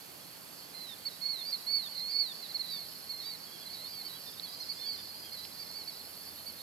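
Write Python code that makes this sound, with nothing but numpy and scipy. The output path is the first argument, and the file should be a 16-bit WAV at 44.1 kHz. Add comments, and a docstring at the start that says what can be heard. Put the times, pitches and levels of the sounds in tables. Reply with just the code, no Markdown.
"""A still, wooded lake shore in late summer. Crickets and katydids drone in the weeds over a soft hush,
a distant hum and faint twittering. Just before 1 s a small bird on the right starts thin, falling
whistles; a second overlaps it with peeps and swoops, and the tree line gives a faint echo. After 3 s the
first drops out and a far bird peeps. Around 5 s the cricket chorus crests and one nearer cricket chirps
with its wings; the second bird sings on to the end."""
import sys
import numpy as np
from scipy import signal
from scipy.fft import rfft, irfft, next_fast_len
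from scipy.io import wavfile
from scipy.ndimage import uniform_filter1d

SR = 44100
rng = np.random.default_rng(int(sys.argv[2]) if len(sys.argv) > 2 else 0)


def persist_wave(psi):
    """Save psi, clipped to +-1, as 16-bit WAV."""
    counts = np.round(np.clip(psi, -1, 1) * 32767).astype(np.int16)
    wavfile.write(sys.argv[1], SR, np.atleast_2d(counts).T)


N = 291937
TIME = np.arange(N) / SR
FIRST_BIRD_RIGHT_DB, SECOND_BIRD_RIGHT_DB, WEEDS_RIGHT_DB = 11, 8, 6.5  # pan: right level over left

# tone of the hush: (frequency [Hz], relative density [dB])
HUSH_SPECTRUM = [(25, -34), (45, -21), (70, -11.5), (110, -2.5), (200, 0.5), (320, -1.5), (700, -1.5),
                 (1600, -6.5), (2800, -7.5), (6300, -10), (10000, -10.5), (15500, -10)]
# stereo image of the hush: (frequency [Hz], left-right likeness [0-1])
HUSH_LIKENESS = [(120, 0.67), (330, 0.11), (2000, 0.01), (8000, 0.3)]
# partials of the distant hum: (pitch [Hz], start level [dB], end level [dB])
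HUM_PARTIALS = [(86.2, -83.5, -68), (171.7, -65.5, -72.5)]
# swells of the katydids, about 1.2 s apart: (crest time [s], rise [dB])
KATYDID_CRESTS = [(1.62, 3.5), (2.85, 4), (4.1, 4.5), (5.35, 3), (6.35, 5.5)]
# fader curve of the cricket chorus: (time [s], level [dB])
CHORUS_FADER = [(0, -60), (1.5, -55.5), (3.4, -54), (5, -51), (6.62, -55.5)]
# pitches the crickets gather around: (centre [Hz], width [Hz], relative level [dB])
CHORUS_BANDS = [(4278, 236, -1.5), (4553, 250, -1.5), (5110, 410, -6.5)]
# the near cricket's runs of wing strokes: (start [s], end [s])
WING_RUNS = [(4.483, 4.782), (4.914, 5.047), (5.082, 5.114), (5.149, 5.282), (5.315, 5.348), (5.381, 5.414)]
# the far bird's peeps: (centre time [s], length [s], pitch [Hz], level [dB])
FAR_BIRD_PEEPS = [(3.48, 0.038, 3360, -58), (3.545, 0.064, 3362, -56.5), (3.62, 0.032, 3430, -54),
                  (3.866, .028, 3700, -55), (3.942, .03, 3290, -59), (4.065, 0.072, 3160, -59),
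                  (4.16, 0.035, 3357, -55.5), (4.283, 0.041, 3670, -50.5), (4.333, .022, 3720, -58),
                  (4.386, 0.029, 3726, -53), (4.467, 0.045, 3438, -55.5), (4.82, 0.086, 3600, -52.5),
                  (4.873, 0.041, 3377, -52.5), (4.993, .035, 3640, -51), (5.265, 0.073, 3270, -56),
                  (6.305, .025, 3643, -60), (6.38, .025, 3834, -57), (6.6, .035, 3820, -56)]
# dry ticks and lisps: (centre time [s], length [s], pitch [Hz], level [dB])
TICKS_AND_LISPS = [(1.505, .018, 5650, -47), (4.398, .0011, 4350, -26), (4.61, .014, 5750, -49),
                   (5.452, .0005, 3300, -32)]
# arched peeps, some trailing off in a soft sagging note (None if not):
# (centre time [s], length [s], pitch [Hz], level [dB], sag pitch [Hz], sag level [dB])
NEAR_PEEPS = [(1.071, .037, 4520, -34, 3863, -57), (1.541, .031, 4390, -31, 3880, -58),
              (1.922, .035, 4550, -44.5, 3920, -53), (2.507, .035, 4198, -46, None, None),
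              (2.559, .03, 4398, -34, None, None), (2.608, .03, 4333, -33.5, None, None),
              (3.112, .04, 4444, -37.5, None, None), (3.215, 0.027, 4196, -56, 3853, -51.5),
              (3.671, .031, 4190, -45.5, None, None), (3.712, .036, 4423, -47, 3895, -52),
              (3.742, 0.032, 4573, -44.5, None, None), (4.067, .04, 4553, -42, 3900, -50.5),
              (4.445, .035, 4474, -42.5, 3926, -53), (4.619, .038, 4318, -40.5, None, None),
              (4.712, .052, 4540, -39, None, None), (5.34, .042, 4427, -43.5, 3960, -50),
              (5.52, .022, 4200, -51, None, None), (5.614, .05, 4690, -42.5, None, None),
              (5.888, .03, 4582, -39.8, 3916, -57.5), (6.487, .055, 4560, -43.5, None, None)]
# the second bird's swooping whistles: (leap time [s], climb length [s], arch length [s], top pitch [Hz],
# climb level [dB], climb swell [dB], top level [dB], arch fade [dB])
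SECOND_BIRD_SWOOPS = [(1.465, 0.12, 0.11, 4747, -41.5, 13, -39, 13),
                      (2.107, .16, .115, 4745, -37.5, 7, -37, 10),
                      (2.705, .02, 0.15, 4600, -63, 5, -37.5, 19),
                      (3.253, 0.12, 0.11, 4635, -47, -3, -41.5, 9),
                      (3.887, 0.12, .138, 4740, -45.5, 8, -49, -8),
                      (4.865, .12, 0.1, 4666, -40.5, 25, -36, 14),
                      (5.752, 0.12, .09, 4640, -51, 9, -41.5, 9.5),
                      (6.67, .15, .1, 4660, -47.5, 18, -40, 12)]
# the first bird's downward slurs: (start [s], length [s], opening pitch [Hz], level [dB])
FIRST_BIRD_SLURS = [(1.974, .045, 4345, -41), (2.426, 0.04, 4200, -42.5), (3.198, 0.062, 4100, -49)]
# the first bird's falling whistles: (turn time [s], hold length [s], fall length [s], opening pitch [Hz],
# turn pitch [Hz], waver depth [Hz], level [dB], swell while held [dB])
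FIRST_BIRD_FALLS = [(.824, 0.093, 0.12, 4250, 4166, 50, -47, -3.5),
                    (1.307, 0.1, 0.12, 4370, 4440, 45.3, -33.5, 2.5),
                    (1.763, .1, 0.12, 4390, 4540, 25.08, -30.5, 1.5),
                    (2.202, .092, .124, 4320, 4540, 55, -28, 8),
                    (2.69, 0.073, 0.094, 4300, 3980, 110, -43, 2)]


def from_db(db):
    return 10 ** (np.asarray(db) / 20)


def unit_rms(x):
    return x / np.sqrt(np.mean(x ** 2) + 1e-20)


def automation(rows):
    """One per-sample curve for each column after the time column."""
    times, *columns = np.transpose(rows)
    return [np.interp(TIME, np.sort(times), column) for column in columns]


def at_hz(points, hz):
    frequencies, values = np.transpose(points)
    return np.interp(np.log(hz), np.log(frequencies), values)


def drift(rate_hz):
    """Smooth random modulation with an rms of 1."""
    hop, run_in = 40, 2000
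    pole = np.exp(-2 * np.pi * hop * rate_hz / SR)
    noise = rng.standard_normal(N // hop + run_in + 2)
    slow = signal.lfilter([1], [1, -2 * pole, pole * pole], noise)[run_in:]
    return np.interp(np.arange(N) / hop, np.arange(len(slow)), unit_rms(slow))


def phase_of(hz):
    return 2 * np.pi * np.cumsum(hz) / SR


def bandpass(x, low, high, order=2):
    return signal.sosfilt(signal.butter(order, [low, min(high, .45 * SR)], "band", fs=SR, output="sos"), x)


def noise_band(low, high, likeness, order=2):
    """A band of stereo noise with a given left-right likeness and an rms of 1."""
    mid, side = bandpass(rng.standard_normal((2, N)), low, high, order)
    return unit_rms(np.sqrt(1 + likeness) * mid + np.sqrt(1 - likeness) * side * [[1], [-1]])


def pan(x, right_db, lag_s=0):
    """Place a sound by level difference and by how late it reaches the right side."""
    gains = from_db([[-right_db / 2], [right_db / 2]])
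    size = next_fast_len(N)
    hz = np.arange(size // 2 + 1) * SR / size
    delay = np.exp(-2j * np.pi * hz * np.array([[0], [lag_s]]))
    return irfft(rfft(x, size) * delay, size)[:, :N] * gains / gains.mean()


def scatter(x, delay_s, decay_s):
    """Countless leaves and stems throw back a diffuse tail, different on each side."""
    t = np.arange(int((delay_s + decay_s) * SR)) / SR
    tail = rng.standard_normal((2, len(t))) * from_db(-60 * t / decay_s) * (t > delay_s)
    tail /= np.sqrt(np.sum(tail ** 2, axis=1, keepdims=True))
    return signal.fftconvolve(x[None], tail, axes=1)[:, :N]


def hush(level_db=-51.5, wander_db=.5):
    """A soft bed of outdoor air in half-octave bands, each breathing on its own."""
    edges = 20 * 2 ** np.arange(0, 10, .5)
    air = 0
    for low, high in zip(edges, edges[1:]):
        hz = np.sqrt(low * high)
        gain = np.sqrt(high - low) * from_db(at_hz(HUSH_SPECTRUM, hz) + wander_db * drift(6.1))
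        air += gain * noise_band(low, high, at_hz(HUSH_LIKENESS, hz), order=3)
    return from_db(level_db) * unit_rms(air)


def distant_hum():
    """Two low, wavering partials: the lower fades up as the upper recedes."""
    hum = 0
    for hz, start_db, end_db in HUM_PARTIALS:
        phase = phase_of(hz * (1 + .0153 * drift(4.56)))
        hum += from_db(np.linspace(start_db, end_db, N) + 2 * drift(2.9)) * np.sin(phase)
    return hum


def katydids(floor_db=-57, swell_half_width_s=.4, fast_stroke_hz=49, slow_stroke_hz=19):
    """A high rasp that comes in swells, pulsed by wing strokes at two rates."""
    swells_db = sum(db * np.exp(-((TIME - s) / swell_half_width_s) ** 2) for s, db in KATYDID_CRESTS)
    wide_rasp = noise_band(11050, 12750, likeness=.5, order=1)
    rasp = unit_rms(bandpass(wide_rasp, 9460, 13460))
    fast = np.sin(phase_of(fast_stroke_hz + 2.55 * drift(4.4)))
    slow = np.sin(phase_of(slow_stroke_hz + 1.7 * drift(4.5)))
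    return pan(from_db(floor_db + swells_db) * rasp * (1 + .2 * fast + .11 * slow), right_db=3.5)


def cricket_chorus(shimmer_db=2.4):
    """Many far crickets blur into a few shimmering bands."""
    level_db, = automation(CHORUS_FADER)
    chorus = 0
    for hz, width, db in CHORUS_BANDS:
        shimmer = from_db(db + shimmer_db * drift(9.1))
        chorus += shimmer * noise_band(hz - width / 2, hz + width / 2, likeness=.92)
    return pan(from_db(level_db) * chorus, WEEDS_RIGHT_DB, lag_s=4.5e-5)


def near_cricket(pitch_hz=4868, level_db=-50, stroke_s=1 / 30):
    """Each closing of the wings rings one pure pulse that sags slightly in pitch."""
    stroke = sum(((TIME - start) / stroke_s % 1) * (TIME >= start) * (TIME < end)
                 for start, end in WING_RUNS)
    pulse = np.clip(2 * np.sin(np.pi * stroke) ** 2, 0, 1)
    ring = np.sqrt(2) * np.sin(phase_of(pitch_hz * (1 - .005 * (stroke - .5))))
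    return pan(from_db(level_db) * pulse * ring, right_db=2, lag_s=-4e-5)


def syrinx(pitch_hz, loudness, undertone_db=-44, undertone_growth=.49, quaver=.00216, flutter_db=1.5):
    """A bird's throat favours the second harmonic; the faint fundamental grows more slowly with effort."""
    phase = phase_of(pitch_hz * (1 + quaver * drift(72.3)))
    fundamental = from_db(undertone_db) * abs(loudness) ** undertone_growth * np.sin(phase / 2)
    flutter = from_db(flutter_db * drift(57))
    return np.sqrt(2) * flutter * (loudness * np.sin(phase) + fundamental)


def peeps(rows, arch, taper, attack=1.0):
    """Short puffs of pressure bend the pitch as they swell; where two notes meet, the louder leads."""
    pitch_hz = np.full(N, np.mean(np.array(rows)[:, 2]))
    loudness = np.zeros(N)
    for centre_s, length_s, hz, level_db in rows:
        on = abs(TIME - centre_s) < .8 * length_s
        position = 2 * (TIME[on] - centre_s) / length_s
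        bend = 2 * (np.sqrt(1 + 2 * (position + .153) ** 2) - 1)  # turns just before mid-note
        steepness = np.where(position < 0, attack, 1)
        pressure = from_db(level_db) * np.exp(-taper * (position ** 4) ** steepness)
        pitch_hz[on] = np.where(pressure > loudness[on], hz * (1 - arch * bend), pitch_hz[on])
        loudness[on] = np.maximum(pressure, loudness[on])
    return syrinx(pitch_hz, loudness)


def twitter(pitch_hz=3400, level_db=-65, loudest_s=4.7, fade_db_per_s=.5, count=80):
    """Birds deep in the weeds peep at loose intervals; their chatter swells and eases again."""
    jitter, size, tune, force = rng.uniform(-1, 1, (count, 4)).T
    times = (np.arange(count) + .5 + .25 * jitter) * TIME[-1] / count
    levels = level_db - fade_db_per_s * abs(times - loudest_s) + 2 * force
    rows = np.c_[times, .028 * 1.6 ** size, pitch_hz * (1 + .1 * tune), levels]
    return peeps(rows, arch=.03, taper=.42)


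def ticks():
    """Tiny tone bursts: the shortest land as dry taps, the longer ones waver into thin lisps."""
    bursts = np.zeros(N)
    for centre_s, length_s, hz, level_db in TICKS_AND_LISPS:
        envelope = np.exp(-(2 * (TIME - centre_s) / length_s) ** 2)
        bursts += from_db(level_db) * envelope * np.sin(phase_of(hz * (1 + .04 * drift(200))))
    return bursts


def sagging_notes(after_s=.066, length_s=.087):
    """Soft, lower notes that trail some of the peeps and droop in the middle."""
    rows = [(s + after_s, length_s, sag_hz, sag_db) for s, *_, sag_hz, sag_db in NEAR_PEEPS if sag_hz]
    return peeps(rows, arch=-.017, taper=.56)


def whistles(phrases, glide_s=.0036, wobble=.005):
    """One bird glides, never quite steady, through phrases of (time [s], pitch [Hz], level [dB])."""
    pitch_hz, level_db = automation(np.vstack(sorted(phrases, key=lambda phrase: phrase[0][0])))
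    sounding = sum((TIME >= phrase[0][0]) & (TIME <= phrase[-1][0]) for phrase in phrases)
    glide = int(glide_s * SR)
    pitch_hz = uniform_filter1d(pitch_hz, glide) * (1 + wobble * drift(25.4))
    return syrinx(pitch_hz, uniform_filter1d(from_db(level_db) * sounding, glide))


def swoop(leap_s, climb_s, arch_s, top_hz, climb_db, swell_db, top_db, fade_db):
    """Whistle shape: a dip, a slow climb, a leap to the top note, then an ever steeper arch down."""
    dip_hz, rise_hz, drop_hz = 4140, 270, 685
    t = np.arange(-climb_s, arch_s, 1 / SR)
    early, late = np.clip(-t / climb_s, 0, 1), np.clip(t / arch_s, 0, 1)
    leapt = .5 + .5 * np.tanh(t / .00787)  # quick crossfade from climb to arch
    sunk = .3 * late + .7 * late ** 4  # an even tilt, then a late plunge
    settle_hz = 200 * np.exp(-(t + climb_s) / .01)  # sinks into the dip
    climb_hz = dip_hz + settle_hz + rise_hz * (1 - early) ** 1.5
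    pitch_hz = (1 - leapt) * climb_hz + leapt * (top_hz - drop_hz * sunk)
    level_db = (1 - leapt) * (climb_db - swell_db * early ** 2) + leapt * (top_db - fade_db * sunk)
    return np.c_[leap_s + t, pitch_hz, level_db]


def slur(start_s, length_s, opening_hz, level_db, slide_hz_per_s=10500, fade_db_per_s=170):
    """Whistle shape: a quick, straight slide down that fades."""
    t = np.arange(0, length_s, 1 / SR)
    return np.c_[start_s + t, opening_hz - slide_hz_per_s * t, level_db - fade_db_per_s * t]


def fall(turn_s, hold_s, fall_s, opening_hz, turn_hz, waver_hz, level_db, swell_db):
    """Whistle shape: scoops in from below, wavers, turns at its last crest and softens as it sinks."""
    scoop_hz, scoop_db, scoop_s = 380, 26, .0065
    waver_rate_hz, crest_db_per_hz = 23.9, .03  # louder on the crests
    end_hz, end_db = 3466, -48
    t = np.arange(-hold_s, fall_s, 1 / SR)
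    early, late = np.clip(-t / hold_s, 0, 1), np.clip(t / fall_s, 0, 1)
    scoop = np.exp(-(t + hold_s) / scoop_s)
    waver = waver_hz * (np.cos(2 * np.pi * waver_rate_hz * t) - 1) * (t < 0)
    held_hz = turn_hz + (opening_hz - turn_hz) * early - scoop_hz * scoop + waver
    held_db = level_db + crest_db_per_hz * waver - swell_db * early - scoop_db * scoop
    drop_hz = (end_hz - turn_hz) * late ** 1.2
    fade_db = (end_db - level_db) * (1 - np.exp(-(late / .45) ** 2))
    return np.c_[turn_s + t, held_hz + drop_hz, held_db + fade_db]


def birds():
    """Near and far birds, with quick reflections from the bank and a long faint echo from the trees."""
    first = whistles([fall(*row) for row in FIRST_BIRD_FALLS] + [slur(*row) for row in FIRST_BIRD_SLURS])
    second = whistles([swoop(*row) for row in SECOND_BIRD_SWOOPS])
    calls = peeps([row[:4] for row in NEAR_PEEPS], arch=.047, taper=1.3, attack=1.7) + ticks()
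    sags = sagging_notes()
    far = peeps(FAR_BIRD_PEEPS, arch=.04, taper=1.3) + twitter()
    direct = pan(first + sags + far, FIRST_BIRD_RIGHT_DB, lag_s=2e-5)
    direct += pan(second + calls, SECOND_BIRD_RIGHT_DB, lag_s=3e-5)
    near = first + second + calls + sags
    bank = from_db(-17) * scatter(near, delay_s=.003, decay_s=.1)
    trees = from_db(-13) * scatter(near, delay_s=.06, decay_s=1.5)
    distance_blur = from_db(-7) * scatter(far, delay_s=0, decay_s=.5)
    return direct + pan(bank + trees + distance_blur, WEEDS_RIGHT_DB)


def scene():
    """Birds up front, insects behind them, hush and hum underneath."""
    return birds() + near_cricket() + cricket_chorus() + katydids() + pan(hush() + distant_hum(), right_db=5)


def record(dry, cutoff_hz=15800):
    """A steep high cut on the whole mix."""
    return signal.sosfilt(signal.ellip(10, .1, 70, cutoff_hz, fs=SR, output="sos"), dry)


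dry = scene()
out = record(dry)
persist_wave(out)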